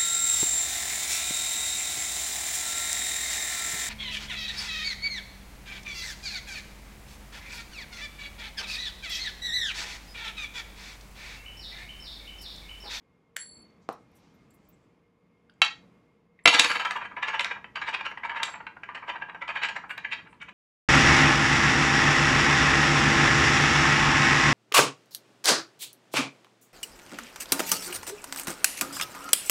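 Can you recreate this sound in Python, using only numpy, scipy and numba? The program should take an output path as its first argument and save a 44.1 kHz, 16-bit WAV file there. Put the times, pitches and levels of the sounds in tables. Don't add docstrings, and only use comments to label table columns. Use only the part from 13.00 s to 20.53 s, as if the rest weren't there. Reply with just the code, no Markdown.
import sys
import numpy as np
from scipy import signal
from scipy.fft import rfft, irfft
from scipy.io import wavfile
from scipy.ndimage import uniform_filter1d
from numba import njit

SR = 44100
rng = np.random.default_rng(int(sys.argv[2]) if len(sys.argv) > 2 else 0)


def waveform_to_disk(signal):
    frames = np.transpose(np.atleast_2d(signal))
    scaled = np.clip(frames, -1, 1) * 32767
    samples = np.round(scaled).astype(np.int16)
    wavfile.write(sys.argv[1], SR, samples)


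def attenuation_scalar(level_db):
    decades = np.asarray(level_db, float) / 20
    return 10 ** decades


N = 332073
TIME = np.arange(N) / SR
STEP = 40
EDGES_HZ = 40 * 2 ** np.arange(0, 9, .5)
SPIN_START_S = 3.546


def rms_one(x):
    return x / np.sqrt(np.mean(x ** 2) + 1e-30)


def at_hz(points, hz):
    points_hz, values = np.transpose(points)
    return np.interp(np.log(hz), np.log(points_hz), values)


def at_time(points, s):
    return np.interp(s, *np.transpose(points))


def band(x, low_hz, high_hz, order=2):
    edges = [low_hz, min(high_hz, .45 * SR)]
    return signal.sosfilt(signal.butter(order, edges, "band", fs=SR, output="sos"), x)


def resonance(x, hz, width_hz):
    r = np.exp(-np.pi * width_hz / SR)
    poles = [1, -2 * r * np.cos(2 * np.pi * hz / SR), r * r]
    return signal.lfilter(np.array([1, 0, -1]) * (1 - r * r) / 2, poles, x)


@njit
def moving_resonance(x, gains, angles, r, step, first):
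    out, y1, y2 = np.zeros(len(x)), 0., 0.
    for k in range(first, len(x) // step + 1):
        a, g = 2 * r * np.cos(angles[k]), (1 - r * r) / 2 * gains[k]
        for i in range(k * step, min(k * step + step, len(x))):
            y1, y2 = g * (x[i] - x[i - 2]) + a * y1 - r * r * y2, y1
            out[i] = y1
    return out


def ring(clicks, hz, t60):
    r, w = attenuation_scalar(-60 / (t60 * SR)), 2 * np.pi * hz / SR
    return signal.lfilter([0, np.sin(w)], [1, -2 * r * np.cos(w), r * r], clicks + 1e-18)


def convolve(x, response):
    return signal.fftconvolve(x, response)[:N]


def slow(rate):
    r = np.exp(-2 * np.pi * rate * STEP / SR)
    white = rng.standard_normal(N // STEP + 2002)
    return rms_one(signal.lfilter([1], [1, -2 * r, r * r], white)[2000:])


def drift(rate):
    steps = slow(rate)
    return np.interp(np.arange(N) / STEP, np.arange(len(steps)), steps)


def around(s):
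    return slice(max(int((s - .2) * SR), 0), int((s + .3) * SR))


def add(out, s, rise, fall, gains):
    near = around(s)
    t = TIME[near] - s
    shape = np.exp(np.where(t < 0, -(t / max(rise, 2e-4)) ** 2, -t / max(fall, 5e-4)))
    out[:, near] += np.reshape(gains, (-1, 1)) * shape


def wood_response(spectrum, splits_hz):
    hz = np.maximum(np.fft.rfftfreq(8192, 1 / SR), 10)
    parts = []
    for low, high in zip(splits_hz, splits_hz[1:]):
        skirts = np.sqrt((1 + (low / hz) ** 14) * (1 + (hz / high) ** 14))
        size = attenuation_scalar(at_hz(spectrum, hz)) / skirts
        folded = irfft(np.log(size + 1e-7 * size.max()))
        folded[1:4096] *= 2
        folded[4097:] = 0
        parts.append(irfft(np.exp(rfft(folded))))
    return [p / np.sqrt(np.sum(p ** 2)) for p in parts]


def on_wood(force, spectrum, modes, splits_hz, wander_db, bend, glancing_db=0):
    parts = wood_response(spectrum, splits_hz)
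    broad = sum(convolve(f, part) for f, part in zip(force, parts)) + 1e-18
    step_s = np.arange(N // STEP + 2) * STEP / SR
    late_db = glancing_db * (step_s > 4.2)
    first = int(2.6 * SR / STEP)
    out = broad.copy()
    for (hz, width_hz, db), bent in zip(modes, np.broadcast_to(bend, len(modes))):
        gains = attenuation_scalar(db + late_db + wander_db * np.tanh(slow(rate=20)))
        angles = 2 * np.pi * hz / SR * (1 + bent * slow(rate=8.3))
        out += moving_resonance(broad, gains, angles, np.exp(-np.pi * width_hz / SR), STEP, first)
    return out


def rustles(rows, swelling):
    white, out = rng.standard_normal(N), np.zeros(N)
    for s, db, hz, octaves, length in rows:
        force = np.zeros((1, N))
        add(force, s, length if swelling else .001, length, attenuation_scalar(db))
        near = around(s)
        half = 2 ** (octaves / 2)
        out[near] += force[0, near] * rms_one(band(white[near], hz / half, hz * half, order=3))
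    return out


# [f/Hz, level/dB per Hz]
FLOOR = [(15, -66), (25, -36), (47, -13.5), (137, -9), (195, -6.5), (223, -12), (256, -10), (384, -14.5),
         (416, -16), (463, -16.5), (714, -21.5), (1940, -24), (2160, -22), (2610, -27.5), (16000, -52)]
# [t/s, level/dB]
FLOOR_LEVEL = [(0, -73), (.35, -74.5), (0.6, -65), (.92, -70.5), (1.21, -66.5), (1.8, -69), (2.12, -75),
               (2.55, -72.5), (2.85, -65.5), (3.3, -76), (3.44, -72.5), (3.63, -65), (6.0, -66.5),
               (7.1, -65.5), (7.53, -67.5)]
# [f/Hz, width/Hz, level/dB rms]
HUM = [
    (171, 16, -73),
    (468, 32, -75),
    (1057, 210, -83.5),
    (2135, 22, -79),
]


def floor():
    level_db = at_time(FLOOR_LEVEL, TIME)
    white, (rumble, rustle) = rng.standard_normal((3, N)), np.zeros((2, N))
    for k, (a, b) in enumerate(zip(EDGES_HZ, EDGES_HZ[1:])):
        part = rustle if a > 1200 else rumble
        part += attenuation_scalar(at_hz(FLOOR, np.sqrt(a * b))) * band(white[k % 2], a, b)
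    out = attenuation_scalar(level_db + 6.5) * rms_one(rumble) + attenuation_scalar(level_db - 6.5) * rms_one(rustle)
    for (hz, w, db), follows in zip(HUM, [0, 0, 0, 0.4]):
        line = rms_one(resonance(resonance(white[2], hz, w), hz, w))
        out += attenuation_scalar(db + follows * (level_db + 66.5)) * line
    return out


# [f/Hz, t60/s]
ROOM_T60 = [(150, 0.2), (530, 0.25), (1400, 0.25), (3000, 0.24), (4600, 0.26), (6500, .28), (9700, 0.065),
            (16000, 0.048)]


def room(x):
    t = np.arange(SR // 2) / SR
    white = rng.standard_normal((2, len(t)))
    tail = np.zeros(len(t))
    for k, (a, b) in enumerate(zip(EDGES_HZ, EDGES_HZ[1:])):
        tail += band(white[k % 2], a, b) * attenuation_scalar(-60 * t / at_hz(ROOM_T60, np.sqrt(a * b)))
    power = np.abs(rfft(tail)) ** 2 + 1e-12
    evened = np.sqrt(uniform_filter1d(power, size=300) / uniform_filter1d(power, size=40))
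    tail = irfft(rfft(tail) * evened, len(t))
    tail *= np.clip((t - .003) / .004, 0, 1)
    tail *= np.clip((.4 - t) / .1, 0, 1)
    return convolve(x, tail / np.sqrt(np.sum(tail ** 2)))


# [t/s, level/dB, centre f/Hz, width/octaves, half length/s]
BRUSHES = [(.84, -75, 5000, 1, 0.027), (1.02, -82, 5000, 1.8, 0.055), (1.17, -68.5, 9000, 1.2, .02),
           (1.25, -72.5, 3900, 1.4, 0.13), (1.352, -79, 13000, .35, .012), (1.45, -88, 4500, 1.7, .1),
           (1.548, -67, 12000, .9, .01), (1.7, -81.5, 4970, 1.3, 0.16), (1.74, -75, 7600, .12, 0.014),
           (1.84, -87, 7600, .12, 0.018), (6.912, -68, 11800, 0.37, 0.017),
           (6.915, -62.5, 7850, 0.37, 0.02), (7.32, -75, 8600, 0.36, .03)]


def brushes():
    return rustles(BRUSHES, swelling=True)


# [t/s, level/dB, centre f/Hz, width/octaves, length/s]
TOUCHES = [(.706, -73, 5600, .4, .003), (.8895, -47, 3000, 1.3, .002), (.891, -56, 7900, 1.5, .002),
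           (.9, -65, 7800, .6, .003), (.909, -69, 7500, .2, .003), (.9245, -63, 3700, .5, .007),
           (.926, -58, 8800, .35, .004), (.927, -63, 13000, .26, .006), (.931, -62, 5700, .17, .006),
           (1.117, -75, 11000, .6, .002), (1.155, -69, 11000, .9, .005), (1.165, -77, 5850, .15, .012),
           (1.506, -66, 7600, .15, .011), (1.507, -66, 11500, 1, .003), (1.509, -71, 4450, .1, .003),
           (1.652, -73, 7500, .1, .005), (1.689, -58, 14500, .33, .011), (2.497, -58, 1500, .25, .004),
           (2.498, -61, 3200, .3, .002), (2.4985, -64, 4600, .25, .002), (2.499, -78, 9600, .1, .002),
           (2.539, -73, 7200, .4, .002), (3.391, -52, 2080, .52, .006), (3.392, -70, 3700, .15, .004),
           (5.106, -66, 11000, .8, .001), (6.977, -61, 13500, .3, .004), (6.978, -59, 7000, .8, .004),
           (7.343, -67, 4000, .3, .005), (7.417, -61, 6500, .5, .005), (7.429, -61, 7500, .9, .004),
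           (7.489, -68, 6500, .6, .008)]


def touches():
    return rustles(TOUCHES, swelling=False)


# [f/Hz, level/dB per Hz]
FLICK = [(180, -54), (300, -42), (650, -19.5), (870, -27), (1320, -12.5), (1900, -11.5), (3190, -19),
         (4300, -21), (5900, -29), (7440, -17), (16000, -32)]


def flick():
    s, force = .3665, np.zeros((1, N))
    add(force, s, .0025, .0015, attenuation_scalar(-28.5))
    add(force, s + 0.011, .004, .008, attenuation_scalar(-56.5))
    scratch = force[0] * rng.standard_normal(N)
    scratch[int(s * SR)] += attenuation_scalar(-8.5)
    return convolve(scratch, wood_response(FLICK, [100, 18000])[0])


# [t/s, peak level/dB]
THUD = [
    (0.888, -29),
    (0.897, -50),
    (0.912, -66),
    (0.929, -67),
]
# [f/Hz, level/dB, t60/s]
THUD_MODES = [(246, -42, 0.074), (505, -12.5, 0.084), (777, 0.5, 0.02), (1160, 7.5, 0.0075),
              (1500, 6, 0.0013), (3650, -31, 0.011), (7600, -6, 0.012)]


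def thud():
    s, db = np.transpose(THUD)
    clicks = np.zeros(N)
    clicks[(s * SR).astype(int) + 90] = -attenuation_scalar(db + 4)
    push = band(clicks, 204, 2500)
    return 10 * push + sum(attenuation_scalar(level) * ring(push, hz, t60) for hz, level, t60 in THUD_MODES)


# [f/Hz, level/dB, t60/s]
BOOM = [(162, -53, .09), (230, -43, .06), (295, -30, 0.08), (486, -29, 0.12)]
# [t/s, level/dB]
LANDINGS = [
    (3.457, 4.5),
    (3.479, 2),
    (3.547, -2),
    (3.596, -1.5),
    (3.648, -6.5),
    (3.705, -12.5),
    (3.759, -11.5),
]


def boom():
    clicks = np.zeros(N)
    for s, db in LANDINGS:
        clicks[int(s * SR)] = attenuation_scalar(db)
    return band(sum(attenuation_scalar(db) * ring(clicks, hz, t60) for hz, db, t60 in BOOM), 100, 900)


# [f/Hz, level/dB, t60/s]
COIN = [
    [(4387, 0, 1.6), (4440, -2, 1.5), (4470, -2, 1.5)],
    [(7599, 0, .6), (7625, -7, .5), (7560, -8, .4), (7660, -12, .4)],
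    [(10116, -3, .6), (10158, -3, .6), (10205, 0, .55), (10260, -5, .5)],
]
# [t/s, low, middle and high group level/dB, time until damped/s]
STRIKES = [
    (0.366, -55, -41.5, -47.5, 0.26),
    (3.437, -102, -63, -69, 0.022),
    (3.454, -41, -58, -47, 0.2),
    (3.592, -42.5, -48, -45, 0.18),
    (4.393, -78.5, -57, -64, 0.073),
    (5.426, -67, -47, -64.5, 0.13),
]
DAMPED_T60_S = [.4, .14, .06]


def coin():
    out = np.zeros(N)
    flutter = attenuation_scalar([3.2 * drift(35) for group in COIN])
    for s, *group_db, length in STRIKES:
        start = int(s * SR)
        t = TIME[:min(SR, N - start)]
        span = slice(start, start + len(t))
        touched = np.maximum(t - length, 0)
        for modes, level_db, turn, damped in zip(COIN, group_db, flutter, DAMPED_T60_S):
            held = (1 - np.exp(-t / 0.0023)) * attenuation_scalar(-60 * touched / damped)
            tone = sum(attenuation_scalar(db - 60 * t / t60) * np.sin(2 * np.pi * hz * t) for hz, db, t60 in modes)
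            out[span] += attenuation_scalar(level_db) * held * tone * turn[span]
    return out


# [t/s, peak level/dB, low, high and top share/dB]
KNOCKS = [(2.6169, -10.5, -4.5, -6, -22.5), (2.6185, -13.5, -3, -3, -14), (2.623, -20, -6.5, -8.5, -10),
          (2.63, -29, -6.5, -7, -14.5), (2.64, -29, -11, -5.5, -12.5), (2.647, -28, -7.5, -3.5, -6.5),
          (2.663, -24.5, -8, -7, -21.5), (3.456, -4.5, -6, -6.5, -27), (3.458, -4, -8, -6, -27),
          (3.4745, -6.5, -4, 0, -20), (3.4769, -6.5, -8, -7.5, -24), (3.4813, -8.5, -9.5, -15, -14.5),
          (3.503, -21.5, -1.5, -6.5, -22.5), (3.539, -18.5, -3.5, -6, -16.5), (3.5436, -18.5, -6, 0, -13),
          (3.548, -16, -3, -0.5, -17.5), (3.563, -24.5, -2.5, -4.5, -18), (3.5948, -9.5, -7.5, 2.5, -4),
          (3.5966, -11.5, -8, 1.5, -6.5), (3.608, -16.5, -8, -0.5, -16), (3.646, -18, 0, 3.5, -12),
          (3.9088, -20, -12, -5.5, -20.5), (4.395, -12.5, -5.5, -12, -23), (4.408, -11.5, -12, -16, -21),
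          (4.4455, -13, -20, -11, -21), (5.4311, -15.5, -12, -3, -18), (5.4342, -13, -9, -13.5, -13),
          (6.6345, -16, -14, -10, -23), (6.979, -25, -9.5, -16, -20.5), (7.494, -46.5, 1.5, -18, -30)]
# [f/Hz, level/dB per Hz]
KNOCK_BROAD = [(24, -61), (40, -41.5), (467, -14.5), (1240, -5.5), (1340, -3), (1480, -8.5), (2260, 0),
               (3380, -5.5), (3830, -1), (4240, -6.5), (4570, -9), (13400, -46), (16000, -67)]
# [f/Hz, width/Hz, level over the broad answer/dB]
TAP_WOOD = [(1330, 50, 7), (1595, 47, 6), (1755, 30, 10), (1880, 20, 12), (2200, 30, 7), (2476, 24, 7.3),
            (2530, 24, 8), (2680, 21.1, 12), (3070, 28, 9), (3208, 24, 8), (3900, 40, 8.3), (4500, 24, 15),
            (5200, 40, 7), (5870, 33, 10), (6740, 47, 8.23), (7420, 26, 13), (8240, 30, 13), (9150, 36, 13)]
# [f/Hz, width/Hz, level over the broad answer/dB]
KNOCK_WOOD = [(690, 43, 2), (950, 40, 2), (1366, 45, 5), (1776, 11, 6), (2024, 16, 9.5), (2312, 20, 8),
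              (2400, 27, 2.5), (2685, 25, 4), (2960, 13, 4), (3080, 16, 6), (3750, 30, 4), (3920, 45, 4),
              (4413, 14, 4.5), (4610, 14, 11), (5400, 60, 9), (5880, 42, -1), (6720, 60, 6), (7570, 40, 11),
              (7770, 31, 10.5), (8600, 95, 15.5)]


def knocks(from_s, to_s, modes):
    force, clicks = np.zeros((2, 4, N))
    for s, db, low_db, high_db, top_db in KNOCKS:
        if from_s < s < to_s:
            gains = attenuation_scalar([db + low_db, db, db + high_db, db + top_db])
            add(force, s, .0003, .0022, gains)
            clicks[:, int(s * SR)] = gains
    force = 0.84 * force * rng.standard_normal(N) - 1.5 * clicks
    return 0.51 * on_wood(force, KNOCK_BROAD, modes, [150, 1400, 3450, 7000, 18000],
                          wander_db=2.5, bend=.006, glancing_db=-7)


# [t/s, level/dB]
SKID = [(3.45, -102), (3.47, -64), (3.59, -62), (3.632, -55.5), (3.838, -72.5), (3.99, -75), (4.003, -99)]


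def skid():
    flare = np.ones((1, N))
    for moment in np.linspace(*RUNS[1]):
        add(flare, moment, 0.0076, 0.0076, attenuation_scalar(0.5))
    grit = rng.standard_normal(N) * attenuation_scalar(2.5 * rng.standard_normal(N // 20 + 1).repeat(20)[:N])
    hiss = rms_one(band(grit, 7000, 16500) + 0.3 * band(grit, 12500, 16500))
    s, level_db = np.transpose(SKID)
    return flare[0] * attenuation_scalar(np.interp(TIME, s, level_db, -150, -150)) * hiss


# [t/s, level/dB]
GIVE = [(3.5, 12.5), (3.7, 4), (3.9, 4), (4.1, 4.5), (4.3, 3.5), (4.55, 2.5), (4.8, 0), (5.0, 1),
        (5.2, -0.5), (5.45, 6.5), (5.7, -0.5), (5.9, -3), (6.15, 4), (6.4, 0), (6.6, 0), (6.85, 1.5),
        (7.1, -8.5), (7.5, -6.5)]


def shares(s, db, bright_db):
    over_db = db + 28
    low_db = -1 - 0.58 * over_db + 0.16 * bright_db + at_time(GIVE, s)
    shine_db = 18.5 * np.exp((SPIN_START_S - s) / 0.27)
    high_db = -21 + 0.51 * over_db + bright_db + shine_db
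    return attenuation_scalar([db + low_db, db, db + min(high_db, 6)])


# [first t/s, last t/s, wobbles]
RUNS = [
    (3.546, 3.648, 3),
    (3.705, 4.021, 7),
    (4.125, 4.567, 9),
    (4.77, 4.945, 4),
    (5.0, 5.43, 8),
    (5.485, 5.672, 4),
    (5.77, 6.033, 5),
    (6.1, 6.426, 6),
    (6.495, 6.765, 5),
    (6.842, 7.335, 8),
]
# [t/s, level/dB]
PRESSURE = [(3.546, -17.5), (3.65, -17), (3.83, -24), (4.02, -31), (4.125, -47.5), (4.24, -20.5),
            (4.41, -22.5), (4.57, -41.5), (4.8, -24), (5.18, -43.5), (5.37, -23.5), (5.77, -66.5),
            (5.9, -37.5), (6.36, -46.5), (6.6, -19.5), (6.84, -46.5), (7.13, -28.5), (7.33, -57.5)]
# [t/s, level/dB, brightness/dB, rise/s]
CATCHES = [(3.479, -12.5, -4.5, 0.002), (3.568, -31.5, -7.5, 0.0028), (6.576, -26, 3, 0.006),
           (6.505, -24, -5, 0.0064), (3.8, -22.5, 7, 0.0055), (3.968, -47, -6, 0.0077),
           (4.058, -32, 4.5, 0.011), (4.1714, -44, -7.5, 0.0034), (4.283, -23.5, 9, 0.0072),
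           (4.6432, -27, -7.5, 0.0013), (4.757, -21, 5.5, 0.0008), (4.516, -24, 5, 0.005),
           (4.8934, -27, 15, 0.021), (4.947, -20, 8.5, 0.011), (5.0647, -17, -2.5, 0.012),
           (5.255, -29.5, 10.5, 0.012), (5.543, -27.5, -23, 0.0062), (5.4018, -29, 1, 0.0056),
           (5.6687, -25, -4, 0.0021), (5.8352, -26, -4, 0.0019), (5.9557, -28.5, 9.5, 0.0044),
           (7.134, -18.5, 0.5, 0.014), (6.1018, -25.5, 6.5, 0.019), (6.159, -35, 1, 0.0036),
           (6.224, -29, -2, 0.0084), (6.424, -26.5, 0, 0.009), (6.689, -21, 9.5, 0.003),
           (6.481, -27.5, 13, 0.0033), (6.654, -20.5, 8.5, 0.02), (6.7674, -22.5, 5, 0.0083),
           (6.9103, -22.5, -2.5, 0.0063), (6.983, -28.5, 2, 0.0066), (7.4244, -27.5, -1, 0.014),
           (7.493, -30.5, -6, 0.011)]
# [t/s, level/dB, low share/dB, brightness/dB]
BITES = [(3.53, -21, -1, 20), (3.644, -33, -20, 0), (3.716, -21, 3.5, 8), (3.759, -22.5, 1, 4),
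         (3.852, -20, 4.5, 9.5), (3.958, -32.5, 5, 7), (3.9648, -23, -14, -5), (4.117, -41, -0.5, 7),
         (4.168, -28, -2, -3), (4.2293, -24, -12, 0), (4.333, -37, 0, -5), (4.352, -31.5, 3, -11),
         (4.564, -50, 0, -1), (4.773, -38, -5, 0), (4.817, -28, 2, 13), (4.881, -41.5, -17, -4),
         (4.9303, -30, -1, -6), (5.011, -24.5, 2.5, 4), (5.1156, -30, 0.5, 9), (5.176, -28, 5.5, 2),
         (5.236, -24.5, 2, -7), (5.2966, -24, 0, -3), (5.318, -31, 2.5, -3), (5.347, -32.5, 2, 0),
         (5.3712, -43.5, -4, 3), (5.557, -31, -13, 6), (5.6056, -33.5, -0.5, 4), (5.7684, -45, 5.5, 7),
         (5.890, -34.5, 8, -1), (5.949, -27, 4, 5), (5.976, -31.5, 1.5, 6), (6.038, -54, 5, 6),
         (6.0665, -47, -3, 5), (6.082, -32.5, 5, -2), (6.149, -33.5, -0.5, -1.5), (6.286, -38, 1, -2),
         (6.2975, -27.5, -2.5, -4), (6.348, -32.5, 6.5, 0), (6.491, -21, 4.5, 3), (6.562, -37.5, 10.5, -3),
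         (6.62, -31, 0, -1), (6.784, -33, -7, 2), (6.8412, -49, 6.5, 3), (6.896, -30.5, -5, 0),
         (7.0483, -19, -8, -13), (7.116, -35, -4, -6), (7.148, -30, 5, -2.5), (7.188, -46, -2, 0),
         (7.2721, -42, -8, -0.5), (7.3301, -45, -6.5, 1.5)]
# [f/Hz, level/dB per Hz]
WOOD_BROAD = [(180, -56.5), (300, -26.5), (773, -15.5), (949, -7), (1430, -14.5), (1620, -2.5),
              (1810, -8.5), (2330, 3), (3400, -14), (6810, -32), (10800, -52.5), (13000, -60.5),
              (15500, -79.5)]
# [f/Hz, width/Hz, level over the broad answer/dB]
WOOD = [(715, 180, -10.5), (951.5, 49, 2), (1200, 40, -0.5), (1399, 26, 6), (1630, 91, -0.5), (1728, 64, 1),
        (1936, 33, 1), (1894, 180, -0.5), (2362, 78, -3.5), (2767, 86, 1.5), (3025, 41, 5), (3113, 29, 3.5),
        (3800, 170, 7.5), (4740, 100, 1), (5300, 94, -6), (6900, 55, -1.5), (7590, 330, 7),
        (7860, 220, 0.5)]
# [f/Hz, width/Hz, level over the broad answer/dB]
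RIM = [(4450, 40, 5.5), (4616, 30, 8.5), (5290, 48, 5.5), (5744, 35, 11), (6660, 35, 10), (6970, 35, 11.5),
       (7600, 38, 13), (8200, 43, 15), (9200, 55, 14), (10020, 30, 5.5), (10800, 50, 10.5)]


def grinding():
    sizes = attenuation_scalar(2.6 * np.minimum(rng.exponential(1, N), 3.5)) * rng.choice([-1, 1], N)
    clicks = sizes * (rng.random(N) < 4000 / SR)
    grit = rms_one(clicks + 0.27 * rng.standard_normal(N))
    force = np.zeros((3, N))
    for s in np.concatenate([np.linspace(*run) for run in RUNS]):
        gains = shares(s, at_time(PRESSURE, s), 0)
        roll_db = -21.5 + 6 * np.exp((SPIN_START_S - s) / 0.42)
        add(force, s, 0.013, 0.013, attenuation_scalar(roll_db) * gains)
        add(force, s, 0.012, 0.015, gains)
    for s, db, bright_db, rise in CATCHES:
        add(force, s, rise, 0.0055, shares(s, db, bright_db))
    for s, db, low_db, bright_db in BITES:
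        add(force, s, 0.0025, 0.0036, shares(s, db, bright_db) * attenuation_scalar([low_db, 0, 0]))
    modes = [(hz, max(width_hz, 45), db) for hz, width_hz, db in WOOD] + RIM
    bend = [.04] * len(WOOD) + [.004] * len(RIM)
    return 0.16 * on_wood(grit * force, WOOD_BROAD, modes, [250, 1400, 3350, 16000],
                          wander_db=9, bend=bend)


def scene():
    near = flick() + touches() + thud() + boom() + coin()
    near += knocks(0, 3, TAP_WOOD) + knocks(3, 8, KNOCK_WOOD) + grinding()
    return (floor() + brushes() + skid() + near + attenuation_scalar(-10) * room(near))[None]


def roll_off(x):
    return signal.sosfilt(signal.butter(12, 16190, fs=SR, output="sos"), x)


def record(dry):
    limited = np.clip(dry, -.86, .86)
    cut = signal.sosfilt(signal.cheby2(14, 66, 16450, fs=SR, output="sos"), limited)
    cut = signal.sosfilt(signal.butter(1, 25, "high", fs=SR, output="sos"), cut)
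    return roll_off(cut)


dry = scene()
out = record(dry)
waveform_to_disk(out)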